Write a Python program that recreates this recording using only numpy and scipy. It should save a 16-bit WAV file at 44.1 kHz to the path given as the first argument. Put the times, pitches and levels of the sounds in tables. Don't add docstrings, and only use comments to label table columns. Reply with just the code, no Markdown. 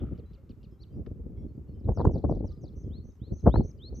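import sys
import numpy as np
from scipy import signal
from scipy.fft import rfft, irfft, next_fast_len
from scipy.io import wavfile
from scipy.ndimage import uniform_filter1d, map_coordinates

SR = 44100
rng = np.random.default_rng(int(sys.argv[2]) if len(sys.argv) > 2 else 0)


def transcribe(signal):
    frames = np.atleast_2d(signal).T
    limited = np.clip(frames, -1, 1)
    pcm = np.round(limited * 32767).astype(np.int16)
    wavfile.write(sys.argv[1], SR, pcm)


N = 176400

# time_s, level_db
WIND_CONTOUR = [(0.0, -36), (0.08, -38.5), (0.12, -36), (0.2, -47), (0.42, -53), (0.92, -48), (0.94, -39),
                (1.1, -41.5), (1.15, -43), (1.36, -43), (1.41, -41), (1.47, -41.5), (1.54, -49.5),
                (1.58, -40.5), (1.67, -48.5), (1.7, -40.5), (1.83, -47.5), (1.86, -32), (1.91, -35),
                (1.96, -45), (1.97, -29.5), (2.06, -13.5), (2.11, -23), (2.13, -25.5), (2.15, -33.5),
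                (2.23, -45), (2.25, -29), (2.26, -17.5), (2.29, -31), (2.33, -28.5), (2.35, -31.5),
                (2.49, -38), (2.53, -42.5), (2.83, -44.5), (2.86, -39), (2.93, -45), (2.95, -40.5),
                (3.09, -45.5), (3.16, -55.5), (3.23, -48), (3.26, -44), (3.34, -35), (3.37, -48.5),
                (3.42, -48.5), (3.45, -27), (3.48, -30.5), (3.5, -14.5), (3.52, -29), (3.56, -12.5),
                (3.58, -18.5), (3.68, -47), (3.98, -41.5)]
# peak_s, level_db, fall_s, frequency_ratio
WIND_BUFFETS = [(.115, -38, 0.0106, 0.51), (.19, -36, 0.007, 0.61), (0.503, -37, 0.0086, 0.48),
                (0.668, -42, 0.0091, 0.31), (0.984, -42, 0.018, 0.47), (1.065, -39, 0.023, 0.66),
                (1.11, -44, 0.021, 0.59), (1.261, -35, 0.0086, 0.56), (1.445, -36, 0.013, 0.44),
                (1.58, -35.5, 0.0066, 0.6), (1.692, -40.5, 0.009, 0.54), (1.814, -39, 0.0038, 0.69),
                (1.889, -19.5, 0.0097, 0.89), (1.975, -35, 0.034, 1.16), (2.003, -24, 0.0066, 1.27),
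                (2.047, -21, 0.0082, 1.26), (2.072, -27, 0.0014, 1.5), (2.085, -27, .02, 0.73),
                (2.15, -28.5, 0.021, 0.77), (2.243, -19.5, 0.0086, 1), (2.293, -24.5, 0.011, 0.87),
                (2.312, -24.5, 0.013, 0.79), (2.366, -31, 0.0091, 0.73), (2.408, -29, 0.0057, 0.74),
                (2.441, -30.5, 0.013, 0.82), (2.639, -37, 0.014, 0.76), (2.86, -33, 0.012, 0.51),
                (3.218, -30, 0.0065, 0.29), (3.317, -24.5, 0.0081, 0.63), (3.464, -15, 0.0064, 1.2),
                (3.47, -11, 0.0066, 0.94), (3.484, -16, 0.0062, 1.06), (3.543, -19.5, 0.003, 1.3),
                (3.559, -22.5, 0.0024, 1.65), (3.576, -20, 0.022, 0.6), (3.604, -26, 0.0033, 1.01),
                (3.645, -27, 0.004, 0.43), (3.924, -40.5, 0.015, 0.71)]
# frequency_hz, left_minus_right_db
WIND_LEAN = [(100, 0), (280, .3), (550, 2.6), (1100, 3), (2000, .3)]
# frequency_hz, relative_density_db
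RUMBLE_SPECTRUM = [(22, -22.5), (50, 3), (80, 3), (125, -5), (270, -12), (400, -16.5), (620, -31.5),
                   (900, -48.5), (1400, -64), (2400, -100)]
BUFFET_SPECTRUM = [(20, -19.5), (55, 5.5), (150, -2), (350, -3.5), (700, -10.5), (1100, -25), (1600, -46.5),
                   (2400, -68), (4000, -77.5), (7000, -105)]
HISS_SPECTRUM = [(470, -25.5), (800, -3.5), (1030, -5), (1220, -3.5), (1600, -12), (2500, -15.5),
                 (4000, -22), (5500, -21.5), (7000, -23), (9000, -26.5), (10500, -32.5), (13000, -18),
                 (15000, -34)]
RUSTLE_SPECTRUM = [(300, -25), (1300, 1), (2000, -1), (3200, -7.5), (4200, -20), (7000, -31), (14000, -26)]
TICK_SPECTRUM = [(300, -19), (1400, 3), (2500, -9), (3600, -10.5), (5700, -18), (7000, -42), (12000, -55)]
# level_db, centre_hz, sigma_hz, pulse_rate_hz, fade_db_per_s
BUZZ_BANDS = [(-62.5, 3200, 290, 160, 263), (-60.5, 1285, 144, 55, 67)]
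# time_s, nominal_pitch_hz, level_db
CHIP_SHAPE = [(0, 1160, 3), (.005, 1960, -12), (.009, 1600, -5.5), (.018, 1440, -2.5), (.025, 1250, -7),
              (.031, 1150, -14)]
ARCH_SHAPE = [(0, 3800, -23), (0.021, 4220, -6), (0.035, 4750, -5), (0.045, 4020, 1), (.052, 3050, -13),
              (0.066, 2550, -25)]
TUMBLE_SHAPE = [(0, 7030, -23.5), (.012, 6450, -8), (0.017, 5460, -13.5), (0.025, 6400, -7.5),
                (0.036, 5350, -1), (.043, 4440, -14), (.049, 4860, -1), (.055, 3855, -13.5),
                (0.058, 5090, -6.5), (.062, 3600, -16), (0.076, 4350, -0.5), (0.077, 5000, -10.5),
                (0.084, 3590, -9), (.092, 3200, -25)]
WHISTLE_SHAPE = [(0, 2950, -19), (.022, 3230, -10), (.045, 3780, -1.5), (.07, 4193, 0.5),
                 (.095, 4400, -2.5), (.103, 4450, -6), (.109, 4450, -27.5)]
# ratio_to_nominal_pitch, level_db
CHIP_PARTIALS, ARCH_PARTIALS = [(1, -31), (2, -2.5), (3, -1), (4, -19.5)], [(1, 2.5), (1.27, -14)]
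PURE = [(0.98, 0)]
# start_s, level_db
CHIP_NOTES = [(.177, -71.5), (.333, -70), (.493, -68), (.630, -68.5)]
ARCH_NOTES = [(.791, -63)]
TUMBLE_NOTES = [(1.937, -60), (2.107, -64), (2.277, -70), (2.445, -65.5), (2.607, -63.5)]
TRILL_NOTES = [(2.754, -72.5), (3.038, -75.5), (3.324, -68), (3.631, -66), (3.944, -60.5)]
# start_s, level_db, length_s, pitch_ratio
WHISTLE_NOTES = [(2.9, -64, 0.094, 1.014), (3.192, -69, 0.096, 1), (3.49, -56, .103, 1.01),
                 (3.789, -53, 0.11, 1.007)]
# start_s, level_db, nominal_pitch_hz
SLUR_NOTES = [(1.795, -83.5, 6000), (1.84, -80.5, 4500), (3.383, -79, 4900), (3.49, -75.5, 5400),
              (3.685, -81, 2600), (3.775, -79.5, 5500), (3.866, -83, 5600), (3.956, -76, 5200)]
# time_s, pitch_ratio, level_db
SLUR_SHAPE = [(0, 0.88, -3), (.006, .93, 0.5), (.014, .8, 0.5), (.024, 0.33, -18)]
# time_s, relative_gain_db
ECHO_SWELL = [(.8, -3.5), (1.998, 0), (2.33, 13.5), (2.65, 1.5), (3, 7), (3.3, 11), (3.55, 2), (3.9, -11)]
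# start_s, level_db, pitch_hz
BELL_STRIKES = [(.255, -77, 3970), (.375, -61.5, 541), (.728, -85, 3230), (.9, -83, 3120), (.95, -86, 5550),
                (1.37, -76.5, 2180), (1.385, -80.5, 5540), (1.549, -91, 4720), (1.745, -80.5, 3085),
                (2.51, -68.5, 1208), (2.52, -76, 4950)]
# frequency_ratio, level_db, t60_s
COWBELL_MODES = [(1, 5, 0.2), (1.21, -8.5, 0.14), (1.55, -14, .18), (2.53, -9.5, 0.12), (3.96, -12, 0.12)]
# frequency_hz, level_db, t60_s
CLINK_MODES = [(2923, -7, .3), (3900, -9, .07), (4495, -4, .13), (5561, -9, .13), (6918, 0, .08),
               (7897, -17, .13)]


def amp(db):
    return 10 ** (np.asarray(db) / 20)


def unit(x):
    return x / np.sqrt(np.mean(x ** 2) + 1e-30)


def along(points, hz):
    knots_hz, values = np.transpose(points)
    return np.interp(np.log(hz + 1), np.log(knots_hz + 1), values)


def filtered(x, response):
    size = x.shape[-1]
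    padded = next_fast_len(size + 8192)
    return irfft(rfft(x, padded) * response(np.fft.rfftfreq(padded, 1 / SR)), padded)[..., :size]


def wobble(rate_hz, size=N):
    return map_coordinates(rng.standard_normal(4000), [np.arange(size) * rate_hz / SR])


def noise(spectrum, side_db, size=N, shift=1, drive=1):
    white = drive * rng.standard_normal((2, size))
    mid, side = filtered(white, lambda hz: amp(along(spectrum, hz / shift)))
    mid, side = unit(mid), amp(side_db) * unit(side)
    return unit(np.array([mid + side, mid - side]))


def add(track, start_s, sound):
    part = track[..., max(round(start_s * SR), 0):][..., :sound.shape[-1]]
    part += sound[..., :part.shape[-1]]


def wind(eddy_split_hz=250, side_db=-10.5, knee_db=-35):
    level_db = np.interp(np.arange(N) / SR, *np.transpose(WIND_CONTOUR))
    level_db -= .45 * np.maximum(level_db - knee_db, 0)
    flow, flutter_db = noise(RUMBLE_SPECTRUM, side_db), 3 * wobble(70)
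    large = filtered(flow, lambda hz: 1 / (1 + (hz / eddy_split_hz) ** 4))
    small = flow - large
    out = amp(level_db + 2) * (large * unit(amp(flutter_db)) + small * unit(amp(1.37 * flutter_db)))
    t = np.arange(-SR // 16, SR // 5) / SR
    for peak_s, db, fall_s, brightness in WIND_BUFFETS:
        rise_s = np.clip(fall_s / 3, .0006, .0027)
        swell = 2 / (np.exp(-t / rise_s) + np.exp(t / max(fall_s, .0015)))
        crackle = amp(6.5 * wobble(350, len(t)))
        puff = noise(BUFFET_SPECTRUM, side_db, len(t), shift=brightness, drive=swell * crackle)
        add(out, peak_s + t[0], amp(db) * puff * np.sqrt(np.mean(swell ** 2)))
    return filtered(out, lambda hz: amp(along(WIND_LEAN, hz) * np.array([[.5], [-.5]])))


def grass(rustle_db=-71, fade_db_per_s=40, hiss_db=-78.5, side_db=-6.5):
    t = np.arange(N) / SR
    grain_db = 2.5 * wobble(90)
    rustle = amp(rustle_db - fade_db_per_s * t + grain_db) * noise(RUSTLE_SPECTRUM, side_db)
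    hiss = amp(hiss_db + .8 * wobble(23)) * noise(HISS_SPECTRUM, side_db)
    return rustle + hiss


def buzzes():
    t, out = np.arange(N) / SR, np.zeros(N)
    for db, centre_hz, sigma_hz, rate_hz, fade in BUZZ_BANDS:
        band = filtered(rng.standard_normal(N), lambda hz: np.exp(-.5 * ((hz - centre_hz) / sigma_hz) ** 2))
        pulses = np.cos(np.pi * rate_hz * t) ** 4
        out += amp(db - fade * t) * unit(band) * pulses
    return out


def sing(hz, db, partials):
    size = len(hz)
    hz = uniform_filter1d(hz, size=60) * (1 + .0042 * wobble(500, size))
    phase = 2 * np.pi * np.cumsum(hz) / SR
    envelope = amp(db + .39 * wobble(200, size)) * signal.windows.tukey(size, .06)
    tone = sum(amp(partial_db) * np.sin(ratio * phase) for ratio, partial_db in partials)
    return np.sqrt(2) * envelope * tone


def note(shape, partials, length_s=None, pitch=1):
    times, hz, db = np.transpose(shape)
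    t = np.linspace(0, times[-1], int((length_s or times[-1]) * SR))
    return sing(pitch * np.interp(t, times, hz), np.interp(t, times, db), partials)


def trill(length_s=.089, cycle_s=.0167):
    t = np.arange(int(length_s * SR)) / SR
    sag = np.interp(t / cycle_s % 1, [0, .25, .6, 1], [1, 0, .25, 1])
    ending = np.clip((t - length_s) / cycle_s + 1, 0, 1)
    drop = np.where(ending > 0, 1855 * ending, 793 * sag)
    nominal_hz = 6755 - drop - 450 * np.exp(-t / .036)
    return sing(nominal_hz, -12 * np.exp(-t / .006) - 4 * ending, PURE)


def birds():
    song = np.zeros(N)
    for notes, shape, partials in ((CHIP_NOTES, CHIP_SHAPE, CHIP_PARTIALS),
                                   (ARCH_NOTES, ARCH_SHAPE, ARCH_PARTIALS),
                                   (TUMBLE_NOTES, TUMBLE_SHAPE, PURE)):
        for start_s, db in notes:
            add(song, start_s, amp(db) * note(shape, partials))
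    for start_s, db in TRILL_NOTES:
        add(song, start_s, amp(db) * trill())
    for start_s, db, length_s, pitch in WHISTLE_NOTES:
        add(song, start_s, amp(db) * note(WHISTLE_SHAPE, PURE, length_s, pitch))
    for start_s, db, hz in SLUR_NOTES:
        add(song, start_s, amp(db) * note(SLUR_SHAPE, PURE, pitch=hz))
    return song


def hillside(song, delay_s=.048, t60_s=.36, left_lead_db=2.1):
    t = np.arange(N) / SR
    echo = song * amp(-17.5 + np.interp(t, *np.transpose(ECHO_SWELL)))
    tail = noise([(100, 0)], side_db=1, size=SR // 2) * amp(-60 * t[:SR // 2] / t60_s)
    tail /= np.linalg.norm(tail[0])
    incident = echo + amp(-15.5) * song
    out = song + amp(-3) * signal.fftconvolve(incident[None], tail, axes=1)[:, :N]
    add(out, delay_s, echo)
    return out * amp([[left_lead_db / 2], [-left_lead_db / 2]])


def ring(modes, pitch, attack_s):
    t = np.arange(SR // 2) / SR
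    tone = sum(amp(db - 60 * t / t60) * np.sin(2 * np.pi * pitch * f * t) for f, db, t60 in modes)
    return (1 - np.exp(-t / attack_s)) * tone


def cowbells(faint_count=40, centre_hz=3840):
    out = np.zeros(N)
    for start_s, db, hz in BELL_STRIKES:
        add(out, start_s, amp(db) * ring(COWBELL_MODES, hz, attack_s=.0045))
    for when, octave, force in rng.random((faint_count, 3)):
        bell = ring(COWBELL_MODES, centre_hz * 2 ** (octave - .5), attack_s=.005)
        add(out, when * N / SR, amp(-90 + 9 * force) * bell)
    return out


def tick(start_s=1.062, t60_s=.032):
    out, t = np.zeros((2, N)), np.arange(SR // 8) / SR
    envelope = amp(-49.5 - 60 * t / t60_s) * (1 - np.exp(-t / .0017))
    add(out, start_s, envelope * noise(TICK_SPECTRUM, side_db=-5, size=len(t)))
    return out


def clink(start_s=2.046):
    out = np.zeros(N)
    add(out, start_s, amp(-65) * ring(CLINK_MODES, pitch=1, attack_s=.0005))
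    return out


def scene():
    return hillside(birds()) + wind() + grass() + tick() + buzzes() + cowbells() + clink()


def record(dry, low_cut_hz=42, top_hz=15200):
    high_pass = signal.butter(4, low_cut_hz, 'hp', fs=SR, output='sos')
    return filtered(signal.sosfilt(high_pass, dry), lambda hz: hz < top_hz)


dry = scene()
out = record(dry)
transcribe(out)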